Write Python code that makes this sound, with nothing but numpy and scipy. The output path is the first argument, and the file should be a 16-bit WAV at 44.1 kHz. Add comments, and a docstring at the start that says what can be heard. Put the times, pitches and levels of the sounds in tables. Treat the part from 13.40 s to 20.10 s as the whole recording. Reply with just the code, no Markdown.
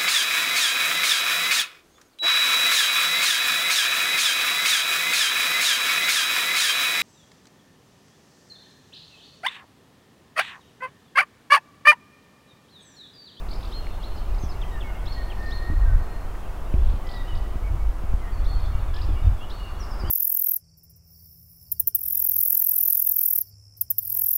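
"""Among trees on a breezy day, small birds call: runs of quick chips, hooked whistles, falling
slurs and, near the end, a trill. Far songs ring in the wood. Each call is a nearly pure tone that
glides in pitch and echoes off the trees. Under the birds, shaped noise makes the murmur of distant
air and the wind rumbling on the microphone. The hand-held camera gives a few soft bumps, tiny
clicks and creaks."""
import sys
import numpy as np
from scipy import signal
from scipy.fft import rfft, irfft, next_fast_len
from scipy.io import wavfile
from scipy.ndimage import uniform_filter1d, map_coordinates

SR = 44100
rng = np.random.default_rng(int(sys.argv[2]) if len(sys.argv) > 2 else 0)


def materialize(psi):
    """Save the field psi as 16-bit PCM at rate SR to the path in sys.argv[1].

    A 1-D psi becomes a single channel; in a 2-D psi each row is a channel.
    """
    bounded = np.clip(np.atleast_2d(psi).T, -1, 1)
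    quanta = np.round(bounded * 32767).astype(np.int16)
    wavfile.write(sys.argv[1], SR, quanta)


N = 295470  # 6.7 seconds

# How the distant air rises and falls. Each row: time in seconds, murmur in dB, treetop rush in dB.
# Only the swings around each column's average are used.
AIR_SWINGS = [(0.0, -46.5, -50.5), (1.56, -45.5, -49), (2.05, -44, -50), (2.34, -45.5, -47.5),
              (3.44, -45, -49.5), (3.78, -46, -49.5), (4.76, -47, -49.5), (5.25, -46.5, -47),
              (5.84, -46.5, -48.5), (6.25, -48, -48), (6.68, -45, -45)]
# The tone of the far murmur. Each row: frequency in Hz, relative level in dB.
MURMUR_SPECTRUM = [(60, 4), (130, 3.5), (200, 2.5), (280, -0.5), (350, 2.5), (450, -2.5), (720, 0),
                   (1000, -4), (1350, -14), (2200, -16.5), (3200, -22.5), (5000, -27.5), (8000, -36)]
# The tone of the breeze in the treetops. Each row: frequency in Hz, relative level in dB.
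RUSH_SPECTRUM = [(600, -12.5), (950, -4), (1200, 0), (1600, -9), (2100, -16.5), (3200, -41.5), (6000, -36)]
# The wind between gusts. Each row: time in seconds, level in dB.
BREEZE_LEVELS = [(0, -28), (.6, -27.5), (1.9, -26.5), (3.0, -28), (4.1, -26), (5.95, -26.5), (6.2, -31.5),
                 (6.7, -27)]
# Gusts on the microphone. Each row: time of the peak in seconds, length in seconds,
# relative rumble level in dB, relative buffeting level in dB.
WIND_GUSTS = [(0.205, 0.022, -17.5, -27.5), (0.908, 0.23, -25.5, -50), (2.42, 0.16, -16.5, -28),
              (2.526, 0.13, -13, -20.5), (3.429, 0.14, -14.5, -24), (3.97, 0.1, -23, -32),
              (4.341, 0.059, -22, -21.5), (4.466, 0.082, -17.5, -33), (4.728, 0.1, -17.5, -29),
              (5.1, 0.19, -21, -31), (5.368, 0.21, -22, -25.5), (5.7, 0.12, -20.5, -24.5),
              (5.87, 0.076, -15.5, -18), (6.363, 0.16, -33, -32.5), (6.69, 0.054, -22, -28.5)]
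# The deep rumble of slow swirls of air. Each row: frequency in Hz, relative level in dB.
RUMBLE_SPECTRUM = [(10, 3.5), (22, 7.5), (35, 4.5), (50, 4), (66, -14.5), (110, -45), (200, -92)]
# The buffeting of faster swirls. Each row: frequency in Hz, relative level in dB.
BUFFET_SPECTRUM = [(40, -33), (68, 1), (90, -3.5), (120, -17.5), (170, -27.5), (300, -48.5), (700, -81)]
# The echo of the wood. Each row: frequency in Hz, seconds it takes to fade by 60 dB.
WOOD_ECHO_TIMES = [(1000, 0.99), (2000, 2.85), (4300, 1.07), (7000, 1.96)]
# How loud the most distant birds are. Each row: time in seconds, relative level in dB.
CHORUS_LEVELS = [(0, -53), (.8, -57.5), (1.5, -54.5), (2.1, -66), (3.1, -58), (4.4, -63.5), (5.6, -54),
                 (6.7, -62.5)]
# Runs of quick rising chips. Each row: start in seconds, number of chips (rounded when played),
# seconds from chip to chip, top pitch in Hz, relative level in dB.
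CHATTER_RUNS = [(0.084, 3.7, 0.023, 5960, -41.5), (0.206, 3.7, 0.021, 5550, -45.5),
                (0.94, 2.6, 0.042, 5830, -48), (1.993, 4, 0.031, 5680, -50.5),
                (3.44, 5.4, 0.027, 4820, -51), (3.664, 4.8, 0.024, 5390, -42.5),
                (3.949, 1.75, .021, 5380, -44.5), (5.197, 1.8, 0.057, 5450, -44.5),
                (5.537, 2.9, .022, 5430, -42.5), (5.614, 1.87, 0.026, 6245, -42)]
# Whistles that hook upward and hold. Each row: start in seconds, length in seconds,
# held pitch in Hz, level of the hook in dB, level of the held part in dB.
HOOKED_WHISTLES = [(0.315, 0.093, 4266, -41, -40.5), (0.624, 0.067, 4340, -43, -52),
                   (1.658, 0.098, 4327, -43, -45.5), (2.106, 0.093, 4274, -42, -43.5),
                   (5.045, 0.105, 4385, -45.5, -50), (6.1, 0.094, 4423, -41.5, -51.5)]
# Small dry clicks of the camera. Each row: start in seconds, pitch in Hz, level in dB.
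CAMERA_CLICKS = [(.469, 2200, -28), (1.588, 1240, -36), (2.952, 1900, -36), (3.34, 2480, -33)]
# Falling slurs. Each row: start in seconds, length in seconds, starting pitch in Hz,
# bend (1 falls straight, more holds before it drops), level without the echo in dB.
FALLING_SLURS = [(0.756, 0.048, 5200, 1.67, -56), (0.985, 0.08, 6400, 5, -56),
                 (1.084, 0.052, 5210, 2.3, -52), (1.212, 0.034, 3750, 1.1, -42.5),
                 (1.405, 0.032, 3820, 0.86, -41.5), (1.722, 0.039, 5800, 0.87, -52),
                 (1.896, 0.042, 3450, 1, -45)]
# Bumps on the camera body. Each row: time in seconds, relative strength in dB.
CAMERA_BUMPS = [(1.03, -24.5), (2.294, -23.5), (3.334, -18.5), (3.531, -27.5), (4.15, -27), (4.63, -28),
                (4.73, -24.5), (5.684, -29), (6.63, -26.5)]
# The pitches at which the camera's case rings. Each row: frequency in Hz, width in Hz, gain in dB.
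CASE_RESONANCES = [(71, 21.6, 8), (157, 120, -12.5), (345, 22, -38)]
# Songs deep in the trees. Each row: start in seconds, length in seconds, starting pitch in Hz,
# ending pitch in Hz, relative level in dB.
FAR_SONG_NOTES = [(1.25, 0.2, 7750, 7680, -66), (1.305, 0.1, 1940, 1725, -43),
                  (1.43, 0.1, 2223, 2090, -42.5), (1.47, 0.09, 1510, 1450, -45),
                  (1.756, 0.079, 1920, 1840, -39), (1.949, 0.45, 1793, 1895, -41.5),
                  (2.062, 0.054, 4230, 4110, -48), (2.446, 0.096, 1606, 1466, -41.5),
                  (2.544, 0.36, 4290, 4180, -60.5), (3.615, 0.28, 2022, 1881, -47),
                  (3.739, 0.1, 4000, 3600, -49.5), (3.869, 0.072, 3030, 2905, -44.5),
                  (4.225, 0.083, 2254, 2220, -47), (4.798, 0.11, 2070, 2026, -48),
                  (4.828, 0.076, 1910, 1854, -47), (4.906, 0.11, 4600, 4320, -55),
                  (5.289, 0.12, 2165, 2340, -55.5), (5.527, 0.079, 1655, 1778, -46.5),
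                  (5.74, 0.1, 2306, 2250, -52), (5.974, 0.08, 3430, 3220, -51),
                  (6.002, 0.055, 2690, 3010, -44.5), (6.179, 0.12, 2928, 2750, -44.5),
                  (6.634, 0.065, 2800, 3320, -46)]
# The grip creaking on the case. Each row: start in seconds, length in seconds, pitch in Hz, level in dB.
GRIP_CREAKS = [(2.299, 0.051, 308, -36.5), (3.34, 0.056, 357, -40.5), (4.285, 0.099, 336.6, -44),
               (5.679, 0.0405, 313, -39.5), (6.617, 0.081, 340, -43.5)]


def amp(db):
    """Turn decibels into a number to multiply a sound by."""
    return 10 ** (np.asarray(db) / 20)


def unit(x):
    """Scale a sound so that its average strength (rms) is 1."""
    return x / np.sqrt(np.mean(x ** 2) + 1e-20)


def along(points, hz):
    """Read between (frequency, value) rows on a logarithmic frequency scale."""
    freqs, values = np.transpose(points)
    return np.interp(np.log(hz + 1), np.log(freqs + 1), values)


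def curves(rows):
    """Turn each column after the time into a curve with one value per sample."""
    times, *columns = np.transpose(rows)
    return [np.interp(np.arange(N) / SR, times, column) for column in columns]


def wobble(rate, size):
    """A smooth curve through `rate` random values a second."""
    return map_coordinates(rng.standard_normal(int(size * rate / SR) + 4), [np.arange(size) * rate / SR])


def filtered(x, response):
    """Filter a sound; `response` gives the gain and phase at each frequency."""
    size = next_fast_len(N + SR // 2)
    return irfft(rfft(x, size) * response(np.fft.rfftfreq(size, 1 / SR)), size)[..., :N]


def noise(spectrum):
    """Noise of strength 1 with the given tone."""
    return unit(filtered(rng.standard_normal(N), lambda hz: amp(along(spectrum, hz))))


def add(track, start, sound):
    """Mix a sound into the track at `start` seconds."""
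    part = track[max(round(start * SR), 0):][:len(sound)]
    part += sound[:len(part)]


def progress(length):
    """A ramp from 0 to 1 over a note's length in seconds."""
    return np.linspace(0, 1, int(max(length, .005) * SR))


def note(hz, edge, waver, flutter_db=2):
    """A slightly unsteady tone that follows a pitch curve; `edge` is the share spent fading in and out."""
    pitch = hz * (1 + waver * wobble(245.7, len(hz)))
    strength = signal.windows.tukey(len(hz), edge) * amp(flutter_db * wobble(101.5, len(hz)))
    return strength * np.sin(2 * np.pi * np.cumsum(pitch) / SR)


def among_trees(call, branches_db, wood_db, direct=1):
    """A call arrives directly, then scattered by nearby branches, then as the wood's long echo."""
    hz, t, bands = signal.stft(rng.standard_normal(SR), SR, nperseg=256)
    fade = amp(-60 * t / along(WOOD_ECHO_TIMES, hz)[:, None])
    build_up = 1 - np.exp(-t / 0.0048)
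    wood = signal.istft(bands * fade * build_up, SR, nperseg=256)[1][:SR]
    branches = rng.standard_normal(SR) * amp(-60 * np.arange(SR) / SR / 0.17)
    paths = (amp(branches_db) * unit(branches) + amp(wood_db) * unit(wood)) / np.sqrt(SR)
    paths[0] += direct
    return signal.fftconvolve(call, paths)


def distant_air(murmur_db=-42, rush_db=-49, rush_stretch=1.83):
    """The far murmur of the landscape and the breeze in the treetops: two noises that sway together."""
    murmur_swing, rush_swing = [level - level.mean() for level in curves(AIR_SWINGS)]
    sway_db = .5 * wobble(5, N)
    murmur = amp(murmur_db + murmur_swing + sway_db) * noise(MURMUR_SPECTRUM)
    rush = amp(rush_db + rush_stretch * rush_swing + sway_db) * noise(RUSH_SPECTRUM)
    return murmur + rush


def swirls(spectrum, evenness):
    """The pressure of swirling air: noise whose strength is steadier as `evenness` nears 1."""
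    pressure = noise(spectrum)
    power = np.abs(uniform_filter1d(pressure ** 2, SR // 10)) + 1e-6
    return unit(pressure / power ** (evenness / 2))


def wind(buffet_db=-1.5, flurry_db=1.16):
    """Gusts ride on the breeze at the microphone: slow swirls rumble and faster ones buffet."""
    t = np.arange(N) / SR
    swell = lambda peak, length, db: amp(db) * np.exp(-2 * ((t - peak) / length) ** 2)
    slow = amp(curves(BREEZE_LEVELS)[0])
    fast = slow * amp(-11.5)  # calm air buffets less than it rumbles
    for peak, length, slow_db, fast_db in WIND_GUSTS:
        slow = np.hypot(slow, swell(peak, length, slow_db))
        fast = np.hypot(fast, swell(peak, 0.95 * length, fast_db))
    flurries = flurry_db * wobble(16, N)
    rumble = amp(flurries) * slow * swirls(RUMBLE_SPECTRUM, evenness=0.98)
    buffet = amp(buffet_db + 2 * flurries) * fast * swirls(BUFFET_SPECTRUM, evenness=0.93)
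    return rumble + buffet


def chorus(gain_db=-2, centre_hz=2850, count=240):
    """Many birds far off: short random glides that blur together among the trees."""
    out = np.zeros(N)
    for i, (shift, height, slope, stretch, db) in enumerate(rng.standard_normal((count, 5))):
        start = (i + shift / 2) / count * N / SR
        length = .05 * np.exp(.3 * stretch)
        pitch = centre_hz * np.exp(.14 * height + .2 * slope * (progress(length) - .5))
        add(out, start, amp(db) * note(pitch, edge=0.66, waver=0.014))
    blurred = unit(among_trees(out, branches_db=4.5, wood_db=3)[:N])
    return amp(curves(CHORUS_LEVELS)[0] + gain_db) * blurred


def chip(top_hz, length=.0125, start_share=.56):
    """A bird's chip: one fast, scratchy rising sweep."""
    pitch = top_hz * (start_share + (1 - start_share) * progress(length))
    rasp = 1 + .4 * wobble(1200, len(pitch))
    return among_trees(rasp * note(pitch, edge=.5, waver=.05), branches_db=-3, wood_db=-3)


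def chatter(run_gain_db=-1, arch_db=10.5, lead_hz=5880, lead_db=-50):
    """Evenly spaced chips in runs that swell and fade, and one chip leading into each whistle."""
    out = np.zeros(N)
    for start, count, gap, top_hz, db in CHATTER_RUNS:
        for k in range(round(count)):
            from_middle = (2 * k + 1) / count - 1
            strength = amp(db + run_gain_db - arch_db * from_middle ** 2)
            hz = top_hz * (1 + 0.026 * rng.standard_normal())
            add(out, start + k * gap, strength * chip(hz))
    for start, *_ in HOOKED_WHISTLES:
        add(out, start - .004, amp(lead_db) * chip(lead_hz))
    return out


def whistles(hook_s=0.024, ease_s=0.00705, start_share=.62, sag=0.02):
    """Each whistle sweeps up to its pitch, holds it and sags at the end; a tree line sends it back."""
    out = np.zeros(N)
    for start, length, held_hz, hook_db, held_db in HOOKED_WHISTLES:
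        done = progress(length)
        t = done * length
        still_to_rise = np.clip(1 - t / (hook_s + ease_s), 0, 1) ** 1.5
        pitch = held_hz * (1 - (1 - start_share) * still_to_rise) * (1 - sag * done ** 6)
        strength = amp(np.interp(t, [hook_s, hook_s + 0.0017], [hook_db, held_db]))
        tone = note(pitch, edge=0.25, waver=0.012)
        add(out, start, among_trees(strength * tone, branches_db=-11, wood_db=-11))
        # the bird faces this way or that, but the trees always get the whole call
        add(out, start, among_trees(amp(-46) * tone, branches_db=-14, wood_db=0, direct=0))
    return out


def clicks(ring_s=0.0076):
    """Handling the camera makes tiny clicks that ring and die at once."""
    out = np.zeros(N)
    t = np.arange(SR // 20) / SR
    onset = 1 - np.exp(-t / 0.00017)
    for start, hz, db in CAMERA_CLICKS:
        add(out, start, amp(db - 60 * t / ring_s) * onset * np.sin(2 * np.pi * hz * t))
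    return out


def slurs(fall_share=.37):
    """Each slur loses the same share of its pitch. All echo equally, so faint ones are more echo."""
    out = np.zeros(N)
    for start, length, start_hz, bend, db in FALLING_SLURS:
        pitch = start_hz * (1 - fall_share * progress(length) ** bend)
        tone = note(pitch, edge=.4, waver=.016)
        add(out, start, among_trees(tone, branches_db=-55.5, wood_db=-60, direct=amp(db)))
    return out


def bumps(gain_db=50, soft_hz=330, delay_s=0.0065):
    """Soft bumps thud through the camera's case, which rings at a few low pitches."""
    def case(hz):
        ringing = sum(amp(db) * 1j * hz * width / (centre ** 2 - hz ** 2 + 1j * hz * width)
                      for centre, width, db in CASE_RESONANCES)
        return ringing / (1 + 1j * hz / soft_hz) ** 2  # a soft blow has little treble

    blows = np.zeros(N)
    for start, db in CAMERA_BUMPS:
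        # each soft thud sounds a moment after its listed time
        add(blows, start + delay_s, amp([db + gain_db]))
    return filtered(blows, case)


def far_songs(gain_db=-2):
    """Distant birds' fluting notes swell in and are drawn out by the wood."""
    out = np.zeros(N)
    for start, length, start_hz, end_hz, db in FAR_SONG_NOTES:
        pitch = start_hz + (end_hz - start_hz) * progress(length)
        tone = note(pitch, edge=.45, waver=.011, flutter_db=1.5)
        add(out, start, among_trees(amp(db + gain_db) * tone, branches_db=-11, wood_db=-4))
    return out


def creaks(roughness=0.029):
    """Fingers shift on the case and rub out a short, low, rough tone."""
    out = np.zeros(N)
    for start, length, hz, db in GRIP_CREAKS:
        pitch = np.full(len(progress(length)), hz)
        add(out, start, amp(db) * note(pitch, edge=0.49, waver=roughness))
    return out


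def trill(start=6.39, count=4, first_gap_s=.109, sung_share=.58, top_hz=6150, end_hz=4530, db=-48):
    """A song of falling glides that come ever faster and settle on one pitch, blurred by the trees."""
    out = np.zeros(N)
    for k in range(count):
        gap = first_gap_s * .83 ** k
        drop_hz = (top_hz - end_hz) * .64 ** k
        pitch = end_hz + drop_hz * (1 - progress(sung_share * gap))
        tone = note(pitch, edge=.6, waver=.012)
        add(out, start, among_trees(amp(db) * tone, branches_db=-4, wood_db=-1))
        start += gap
    return out


def scene():
    """Air, wind, birds and the handling of the camera meet at one microphone."""
    background = distant_air() + wind() + chorus()
    birds = chatter() + whistles() + slurs() + far_songs() + trill()
    handling = clicks() + bumps() + creaks()
    return (background + birds + handling)[None]


def record(dry, hiss_db=-59, top_hz=15800):
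    """The camera adds its own hiss and keeps nothing above `top_hz`."""
    hiss = amp(hiss_db) * noise([(100, -12.5), (6000, -2.5), (15000, -5.5)])
    return filtered(dry + hiss, lambda hz: hz < top_hz)


dry = scene()
out = record(dry)
materialize(out)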